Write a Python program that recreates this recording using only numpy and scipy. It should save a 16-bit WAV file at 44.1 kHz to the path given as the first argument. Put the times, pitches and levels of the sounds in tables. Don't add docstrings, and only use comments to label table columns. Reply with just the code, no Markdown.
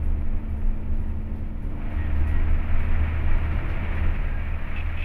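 import sys
import numpy as np
from scipy import signal
from scipy.fft import rfft, irfft
from scipy.io import wavfile
from scipy.ndimage import uniform_filter1d

SR = 44100
rng = np.random.default_rng(int(sys.argv[2]) if len(sys.argv) > 2 else 0)


def wrap_up_sound(samples):
    columns = np.atleast_2d(samples).T
    tamed = np.clip(columns, -1, 1)
    steps = np.round(tamed * 32767).astype(np.int16)
    wavfile.write(sys.argv[1], SR, steps)


N = 222602
TIME = np.arange(N) / SR
FREQS = np.maximum(np.arange(N // 2 + 1) * SR / N, 1)

# cycles per engine turn, level in dB, then the pitch in Hz
# at which their housing rings, the width of that ringing in Hz, and its boost in dB.
WHINE_NOTES = [(6.75, -64, 163, 10, 13), (22.4, -70, 590, 10, 11), (37, -73, 913, 16, 12),
               (37.75, -75, 911, 22, 9), (52, -72, 1314, 50, 11)]
# middle and length in seconds, pitch in Hz, tone level in dB, scrape level in dB.
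TRIM_SQUEAKS = [(2.03, 0.15, 1885, -45, -55), (2.34, 0.18, 1905, -45.5, -56), (3.9, 0.26, 2225, -50, -52),
                (4.35, 0.21, 1616, -45.5, -66), (4.445, 0.08, 2260, -46.5, -70),
                (4.53, 0.06, 2480, -48, -70), (4.775, 0.04, 2595, -37, -42.5),
                (4.805, 0.018, 2580, -38, -42), (4.995, 0.07, 2560, -42, -43),
                (5.045, 0.055, 2580, -37.5, -40)]
# start in seconds, crinkle level in dB,
# rattle level in dB, seconds to die away by 60 dB.
DASHBOARD_JOLTS = [(.029, -64, -81, .3), (.2, -77, -84, .35), (.49, -70.5, -80, .4), (.56, -78, -86, .5),
                   (.65, -78, -80, .5), (.93, -79, -72, .4), (1.0, -72.5, -80, .4), (1.07, -75, -84, .4),
                   (1.34, -77, -69, .45), (1.62, -69, -77, .45), (1.9, -74, -74, .35),
                   (2.15, -68, -60, .27), (2.268, -60, -63, .25), (2.497, -67, -76, .14),
                   (2.79, -67.5, -67, .38), (3.368, -72, -63, .25), (3.51, -75, -61, .32),
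                   (3.683, -67.5, -56.5, .3), (3.944, -68, -61, .25), (4.755, -73, -60, .4),
                   (4.99, -73, -61, .32), (5.025, -69, -60, .32)]
# strongest moment in seconds, level in dB, rocking rate in Hz.
ROAD_BUMPS = [(.07, -22.5, 26), (.27, -18.5, 20.6), (.66, -20, 24), (0.939, -22, 22.8),
              (2.161, -17.5, 15.5), (2.369, -16.5, 19.5), (2.5, -20.5, 24), (2.749, -17.5, 17),
              (2.901, -17.5, 18), (3.161, -22.5, 23.2), (3.299, -16.5, 21.1), (4.081, -19, 23),
              (4.201, -27, 24.6)]
# time in seconds, level in dB.
ROAD_RUSH = [(0, -53.5), (1.2, -55.5), (1.66, -57), (1.82, -47.5), (2.0, -44), (2.6, -43), (2.95, -40.5),
             (4.02, -38.5), (4.35, -42), (4.55, -43), (4.75, -39.5), (5.05, -41.5)]
# middle in seconds, boost in dB.
HISS_SURGES = [(2.78, 3.5), (3.06, 2.5), (3.38, 2), (3.82, 0), (3.97, 2.5)]

# frequency in Hz, relative strength in dB.
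SCRAPE_COLOUR = [(1200, -35), (1850, -7), (2250, 3.5), (2400, 3), (2570, 3), (2720, -1), (2880, -2.5),
                 (3050, -6.5), (3250, -7.5), (3430, -8.5), (3650, -19.5), (5000, -41), (9000, -49)]
CRINKLE_COLOUR = [(4000, -16.5), (6000, -10), (8300, -12), (10000, -3.5), (11000, -1), (12700, -7.5),
                  (14000, -13), (16000, -23)]
RATTLE_COLOUR = [(2200, -8.5), (3300, 5), (4300, -0.5), (5800, -7.5), (7500, -27.5), (10000, -26.5)]
SHAKE_COLOUR = [(7, -9.5), (13, -6), (21, -0.5), (27, -1), (33, -10), (42, -22), (55, -24.5), (80, -45.5)]
RUMBLE_COLOUR = [(35, 5), (47, 8.5), (57, -3.5), (68, 11), (80, 11), (93, 2.5), (125, -0.5), (142, 1),
                 (165, -6.5), (210, -3), (260, -10), (330, -7.5), (420, -13), (550, -16.5), (900, -55)]
ROAR_COLOUR = [(180, -15), (300, -8), (380, -14), (470, 0.5), (600, -0.5), (680, 3.5), (770, -0.5),
               (920, 1), (1100, -4.5), (1500, -8.5), (2500, -18), (3200, -19.5), (4200, -46.5)]
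HISS_COLOUR = [(600, -8), (1000, -3.5), (1300, -1.5), (1500, -3), (1830, 0.5), (2050, -1), (2300, 1.5),
               (2550, -3), (2800, -7), (3200, -17), (4000, -26), (5000, -38.5), (7000, -44), (15000, -62.5)]
SIZZLE_COLOUR = [(3500, 7), (6000, -4.5), (8500, -9), (9500, -4), (10600, 2), (11500, -0.5), (12700, 0.5),
                 (13500, -5), (15700, -4.5)]

# pitch in Hz, width in Hz, boost in dB.
CAB_RESONANCES = [(592, 16, 4), (660, 16, 2), (1314, 30, 3.5), (1411, 20, 4), (1620, 14, 4),
                  (1830, 50, 2.5), (1915, 30, 3), (2040, 16, 3)]
# pitch in Hz, width in Hz, boost in dB.
BODY_RESONANCES = [(65, 2.5, 5), (84.5, 5, 7.5), (90.5, 4, -4), (102.5, 3, 8), (115.5, 4, 5),
                   (196.4, 8.7, 12), (214.1, 19.1, 19), (228.8, 7.6, 9), (233.3, 3, -11), (254, 10, 3),
                   (266, 5, 7), (281, 6, 4), (293.5, 8, 8.5), (299.5, 4, 9), (304.3, 4, -16),
                   (310.3, 4, 7.5), (591.4, 22, 9), (660, 19, 7)]
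# time in seconds, turns per second.
ENGINE_SPEED = [(0, 24.38), (1, 24.0), (1.5, 24.22), (2.5, 24.99), (3, 25.5), (3.5, 25.86), (4, 26.12),
                (4.5, 26.17), (5.05, 26.42)]
# time in seconds, level in dB.
FIRING_LEVEL = [(0, -31), (.18, -30.5), (.44, -44), (.55, -29), (.63, -39), (.8, -40), (.93, -32),
                (1.05, -36), (1.3, -33), (1.5, -40), (1.84, -43), (1.97, -28.5), (2.27, -24), (2.39, -29),
                (2.55, -26), (2.68, -28.5), (2.8, -26), (3.22, -25.5), (3.34, -29), (3.53, -26.5),
                (3.66, -36), (3.85, -33), (4.07, -27), (4.2, -37), (4.42, -31.5), (4.68, -35), (4.9, -32),
                (5.05, -34)]
# cycles per engine turn, level in dB before any boost or fade.
ENGINE_NOTES = [(1.5, -37), (2.5, -44.5), (3.5, -44.5), (4, -56), (4.5, -47.5), (5, -50), (5.5, -59),
                (6, -55), (7.5, -61), (8, -70), (9, -58.5), (10, -56.5), (11, -61.5), (12, -56), (13, -60),
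                (13.5, -59), (15, -60), (18, -67), (21, -65), (23, -69), (25, -68), (26, -68)]

SHAKE_DB, SHAKE_FOLLOWS = -27, 0.15
RUMBLE_DB, RUMBLE_FOLLOWS = -35, 0.2
ROAR_DB, ROAR_FOLLOWS = -48, 0.53
HISS_DB, HISS_FOLLOWS = -48.5, 0.96
SIZZLE_DB, SIZZLE_FOLLOWS = -71, 0.32
CALM_FROM_S = 4.03
SECONDS_CALM = np.maximum(TIME - CALM_FROM_S, 0)
RUMBLE_FADE_DB_PER_S, ROAR_FADE_DB_PER_S, NOTES_FADE_DB_PER_S = 8, 6.5, 6.5


def from_db(db):
    return 10 ** (np.asarray(db) / 20)


def unit_power(x):
    return x / np.sqrt(np.mean(x ** 2) + 1e-20)


def curve(rows):
    return np.interp(TIME, *np.transpose(rows))


def drift(rate_hz):
    return unit_power(irfft(rfft(rng.standard_normal(N)) / (1 + (FREQS / rate_hz) ** 4), N))


def boost_db(hz, resonances):
    return sum(db / (1 + (2 * (hz - centre) / width) ** 2) for centre, width, db in resonances)


def noise(colour, resonances=()):
    hz, db = np.transpose(colour)
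    shape_db = np.interp(np.log(FREQS), np.log(hz), db) + boost_db(FREQS, resonances)
    ends = np.minimum(FREQS / hz[0], 1) ** 2 * np.minimum(hz[-1] / FREQS, 1) ** 4
    return unit_power(irfft(rfft(rng.standard_normal(N)) * from_db(shape_db) * ends, N))


def steadied(x, samples):
    return x / np.sqrt(uniform_filter1d(x ** 2, samples) + 1e-12)


def swell_db(lead_s=0):
    rush = curve(ROAD_RUSH)
    return np.interp(TIME + lead_s, TIME, rush - rush.mean())


def shower(start, rise_s, decay_s):
    age = np.maximum(TIME - start, 0)
    return (1 - np.exp(-age / rise_s)) * np.exp(-np.log(1000) * age / decay_s)


def whine(pitch_wander=0.0014, waver_db=2.5):
    speed = curve(ENGINE_SPEED)
    out = np.zeros(N)
    for per_turn, db, *housing in WHINE_NOTES:
        hz = per_turn * speed
        phase = 2 * np.pi * np.cumsum(hz * (1 + pitch_wander * drift(4.4))) / SR
        level_db = db + boost_db(hz, [housing]) + waver_db * drift(4.8)
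        out += np.sqrt(2) * from_db(level_db) * np.sin(phase)
    return out


def faint_jolts(count=25, crinkle_db=-77, rattle_db=-78, spread_db=5, decay_s=0.38):
    delay, softness = rng.random((count, 2)).T
    starts = (np.arange(count) + delay) / count * TIME[-1]
    drops_db = spread_db * softness
    return [(start, crinkle_db - db, rattle_db - db, decay_s) for start, db in zip(starts, drops_db)]


def rustles(crinkle_rise_s=0.004, rattle_rise_s=0.01, grain_db=1.6):
    jolts = DASHBOARD_JOLTS + faint_jolts()
    crinkle = sum(from_db(db) * shower(start, crinkle_rise_s, decay) for start, db, _, decay in jolts)
    rattle = sum(from_db(db) * shower(start, rattle_rise_s, decay) for start, _, db, decay in jolts)
    grain = from_db(grain_db * drift(250))
    return (crinkle * noise(CRINKLE_COLOUR) + rattle * noise(RATTLE_COLOUR)) * grain


def squeaks(wobble_hz=21, chatter_db=2.1):
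    wobble = wobble_hz * drift(64)
    scrape = noise(SCRAPE_COLOUR)
    out = np.zeros(N)
    for middle, length, hz, tone_db, scrape_db in TRIM_SQUEAKS:
        stroke = np.exp(-2 * (2 * (TIME - middle) / length) ** 4)
        tone = np.sin(2 * np.pi * np.cumsum(hz + wobble) / SR)
        out += stroke * (from_db(tone_db) * tone + from_db(scrape_db) * scrape)
    return out * from_db(chatter_db * drift(110))


def body_shake(rise_s=0.035, fall_s=0.1):
    rocking = np.zeros(N)
    for (crest, db, hz), offset in zip(ROAD_BUMPS, rng.random(len(ROAD_BUMPS))):
        age = TIME - crest
        swing = np.exp(-(age / np.where(age < 0, rise_s, fall_s)) ** 2)
        rocking += np.sqrt(2) * from_db(db) * swing * np.sin(2 * np.pi * (hz * age + offset))
    sway = steadied(noise(SHAKE_COLOUR), samples=4000)
    return rocking + from_db(SHAKE_DB + SHAKE_FOLLOWS * swell_db()) * sway


def tyre_roar(lead_s=0.04):
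    rumble_db = RUMBLE_DB + RUMBLE_FOLLOWS * swell_db() - RUMBLE_FADE_DB_PER_S * SECONDS_CALM
    roar_db = ROAR_DB + ROAR_FOLLOWS * swell_db(lead_s) - ROAR_FADE_DB_PER_S * SECONDS_CALM
    rumble = from_db(rumble_db) * steadied(noise(RUMBLE_COLOUR), samples=8000)
    return rumble + from_db(roar_db) * noise(ROAR_COLOUR, CAB_RESONANCES)


def road_hiss(surge_s=0.12, flutter_db=1.16, grain_db=1.0):
    surges_db = sum(db * np.exp(-(2 * (TIME - middle) / surge_s) ** 2) for middle, db in HISS_SURGES)
    hiss_db = HISS_DB + HISS_FOLLOWS * swell_db() + surges_db + flutter_db * drift(28)
    hiss = from_db(hiss_db) * noise(HISS_COLOUR, CAB_RESONANCES)
    sizzle_db = SIZZLE_DB + SIZZLE_FOLLOWS * swell_db() + grain_db * drift(120)
    return hiss + from_db(sizzle_db) * noise(SIZZLE_COLOUR)


def engine(follows_rush=0.24, jitter_radians=0.1):
    speed = curve(ENGINE_SPEED)
    turns = np.cumsum(speed) / SR
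    effort_db = follows_rush * swell_db() - NOTES_FADE_DB_PER_S * SECONDS_CALM

    def note(per_turn, db, waver_db):
        phase = 2 * np.pi * (per_turn * turns + rng.random()) + jitter_radians * drift(6.4)
        return np.sqrt(2) * from_db(db + waver_db * drift(7.5)) * np.sin(phase)

    out = note(per_turn=3, db=curve(FIRING_LEVEL), waver_db=1.0)
    for per_turn, db in ENGINE_NOTES:
        boom_db = boost_db(per_turn * speed, BODY_RESONANCES)
        out += note(per_turn, db + boom_db + effort_db, waver_db=0.6)
    return out


def scene():
    return (engine() + body_shake() + tyre_roar() + road_hiss() + rustles() + squeaks() + whine())[None]


def record(dry, fade_s=0.0016, cutoff_hz=15700):
    edges = np.clip(np.minimum(TIME, TIME[-1] - TIME) / fade_s, 0, 1)
    low_pass = signal.ellip(10, .1, 80, cutoff_hz, fs=SR, output="sos")
    return signal.sosfilt(low_pass, dry * edges)


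dry = scene()
out = record(dry)
wrap_up_sound(out)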